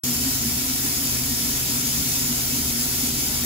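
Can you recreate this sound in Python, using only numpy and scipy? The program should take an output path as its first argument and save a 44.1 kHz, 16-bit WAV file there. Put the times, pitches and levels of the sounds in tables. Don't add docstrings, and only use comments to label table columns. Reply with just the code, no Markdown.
import sys
import numpy as np
from scipy import signal
from scipy.fft import rfft, irfft, next_fast_len
from scipy.io import wavfile
from scipy.ndimage import uniform_filter1d, map_coordinates

SR = 44100
rng = np.random.default_rng(int(sys.argv[2]) if len(sys.argv) > 2 else 0)


def transcribe(u):
    v = np.clip(np.atleast_2d(u).T, -1, 1)
    q = np.round(v * 32767).astype(np.int16)
    wavfile.write(sys.argv[1], SR, q)


N = 152145


def amp(db):
    return 10 ** (np.asarray(db) / 20)


def unit(x):
    return x / np.sqrt(np.mean(x ** 2) + 1e-20)


def along(points, hz):
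    point_hz, value = np.transpose(points)
    return np.interp(np.log(hz + 1), np.log(point_hz + 1), value)


def seconds():
    return np.arange(N) / SR


def wobble(rate_hz):
    knots = rng.standard_normal(int(N * rate_hz / SR) + 4)
    return map_coordinates(knots, [seconds() * rate_hz])


def filtered(x, response):
    m = next_fast_len(N + SR // 2)
    spectrum = rfft(x, m) * response(np.fft.rfftfreq(m, 1 / SR))
    return irfft(spectrum, m)[..., :N]


def resonance(hz, centre_hz, width_hz):
    half_gain_offset_hz = np.abs(width_hz) * .75 + 1
    return 1 / (1 + ((hz - centre_hz) / half_gain_offset_hz) ** 2)


def tool_noise(gain):
    # freq_hz, share_0_to_1
    direct_points = [(500, 0.12), (3000, 0.01), (5500, 0.42), (7800, 0.08), (9300, 1), (13000, 1)]
    left_lag_s = 0.2718e-3
    share = lambda hz: np.clip(along(direct_points, hz), 0, 1)
    lag = lambda hz: np.exp(np.outer([-1j, 1j], np.pi * hz * left_lag_s))
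    direct = filtered(rng.standard_normal(N), lambda hz: gain(hz) * np.sqrt(share(hz)) * lag(hz))
    echoes = filtered(rng.standard_normal((2, N)), lambda hz: gain(hz) * np.sqrt(1 - share(hz)))
    return unit(direct + echoes)


def standing_waves(hz, ripple_db=3, spacing_hz=23.86):
    knots = 2 * rng.random(4096) - 1
    return ripple_db * np.interp(hz / spacing_hz, np.arange(len(knots)), knots)


def patchy(x, depth_db):
    z = signal.stft(x, nperseg=1024)[2]
    field = rng.standard_normal(z.shape[1:])
    field = uniform_filter1d(field, size=7, axis=0)
    field = uniform_filter1d(field, size=5, axis=1)
    patched = signal.istft(z * amp(depth_db * unit(field)), nperseg=1024)[1]
    return unit(patched[:, :N])


def air_jet(flutter_db=0.44, sputter_db=.4):
    # freq_hz, relative_db_per_hz
    jet_shape = [(300, -9), (550, -12), (900, -8.5), (1200, -12), (1900, -8.5), (2500, -6), (3000, -5.5),
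                 (3600, -3.5), (4150, -5), (5300, 2.1), (6300, 0.1), (7000, 1.5), (8400, -3), (9600, -0.5),
                 (12300, -1), (14000, 0.4), (15700, -4.4)]
    # time_s, level_db
    hiss_course = [(0.06, -24), (2.87, -24), (3.32, -24.5), (3.44, -24)]
    jet_db = -23
    time_s, level_db = np.transpose(hiss_course)
    flow_db = np.interp(seconds(), time_s, level_db - level_db.mean())
    flow_db = flow_db + flutter_db * wobble(22.03) + sputter_db * wobble(250)
    hiss = tool_noise(lambda hz: amp(along(jet_shape, hz)))
    hiss = filtered(hiss, lambda hz: amp(standing_waves(hz)))
    return amp(jet_db + flow_db) * patchy(hiss, depth_db=1.3)


def whines():
    # centre_hz, width_hz, rms_db
    whine_bands = [(4724, 20, -54), (5235, 40, -50), (6826, 50, -52), (10384, 35, -50.5), (11472, 35, -54),
                   (14212, 35, -45.5), (15138, 28, -51)]
    return sum(amp(db) * tool_noise(lambda hz: resonance(hz, centre_hz, width_hz))
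               for centre_hz, width_hz, db in whine_bands)


def drive(drift=0.0046, waver_db=1.95):
    # pitch_hz, rms_db
    hum_tones = [(75, -46), (128.6, -40), (147, -50)]
    phase = lambda hz: 2 * np.pi * np.cumsum(hz * (1 + drift * wobble(6.33))) / SR
    return sum(amp(db + waver_db * wobble(7.27)) * np.sqrt(2) * np.sin(phase(pitch_hz))
               for pitch_hz, db in hum_tones)


def low_noise(gain):
    # freq_hz, correlation_0_to_1
    alike_points = [(60, 1), (260, .93), (400, 0.46), (700, 0.84)]
    turn = lambda hz: np.arccos(np.clip(along(alike_points, hz), -1, 1)) / 2
    mid_side_gain = lambda hz: gain(hz) * np.array([np.cos(turn(hz)), np.sin(turn(hz))])
    mid, side = filtered(rng.standard_normal((2, N)), mid_side_gain)
    return unit(np.array([mid + side, mid - side]))


def body(throb_db=1.0):
    # centre_hz, width_hz, rms_db
    body_modes = [(49, 7.4, -48.5), (72.6, 15, -44), (172.6, 7.2, -46), (240.7, 16.8, -36.5),
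                  (271.8, 26, -39.5), (378, 36, -49.5)]
    # freq_hz, relative_db_per_hz
    rumble_shape = [(22, -35), (29, -15), (36, 3), (60, -20), (100, -1.5), (135, 2.5), (200, -12.5),
                    (320, -7), (450, -7), (560, -21), (1000, -24)]
    rumble_db = -39
    drone = sum(amp(db) * low_noise(lambda hz: resonance(hz, centre_hz, width_hz))
                for centre_hz, width_hz, db in body_modes)
    rumble = amp(rumble_db) * low_noise(lambda hz: amp(along(rumble_shape, hz)))
    return drone * amp(throb_db * wobble(16)) + rumble


def panels():
    # centre_hz, width_hz, rms_db
    panel_modes = [(620, 27, -58.5), (712, 34, -54.5), (817, 30, -60.5), (1375, 88, -55), (2230, 65, -53)]
    swell_s, swell_length_s, swell_db = 3.3, .06, -46
    swell_hz, swell_width_hz = 830, 140
    ring = sum(amp(db) * low_noise(lambda hz: resonance(hz, centre_hz, width_hz))
               for centre_hz, width_hz, db in panel_modes)
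    swell = amp(swell_db) * np.exp(-((seconds() - swell_s) / swell_length_s) ** 2)
    return ring + swell * low_noise(lambda hz: resonance(hz, swell_hz, swell_width_hz))


def bites(phase_noise_rad=0.16):
    # peak_time_s, pitch_hz, peak_db, length_s
    bite_events = [(.07, 246.6, -26.5, .045), (.283, 264.5, -21.5, 0.026), (0.461, 233, -30.5, 0.065),
                   (.705, 251, -27, 0.029), (1.22, 246, -27, .04), (1.756, 245, -32, 0.027),
                   (2.31, 240.3, -23.5, 0.039), (2.601, 240.2, -29, 0.1), (3.037, 250, -19.5, 0.015)]
    total = np.zeros(N)
    for peak_time_s, pitch_hz, peak_db, length_s in bite_events:
        t = seconds() - peak_time_s
        envelope = amp(peak_db) * np.exp(-2 * (t / length_s) ** 2)
        phase = 2 * np.pi * (pitch_hz * t + rng.random()) + phase_noise_rad * wobble(90)
        total += envelope * np.sin(phase)
    return total


def scene(low_cut_hz=30):
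    # freq_hz, left_minus_right_db
    lean_points = [(70, -2), (130, 3.6), (250, 1), (600, 3.5), (1200, 3.5), (2500, 1.7), (4000, 0.8),
                   (5300, 2.5), (8000, 0.9), (10000, 0)]
    machine = air_jet() + whines() + drive() + body() + panels() + bites()
    balance = lambda hz: amp(np.outer([.5, -.5], along(lean_points, hz)))
    low_cut = lambda hz: 1 / np.sqrt(1 + (low_cut_hz / (hz + 1)) ** 10)
    return filtered(machine, lambda hz: balance(hz) * low_cut(hz))


def record(dry, start_s=0.035, fade_s=.002, top_hz=15750):
    opened = np.clip((seconds() - start_s) / fade_s, 0, 1)
    return filtered(dry * opened, lambda hz: hz < top_hz)


dry = scene()
out = record(dry)
transcribe(out)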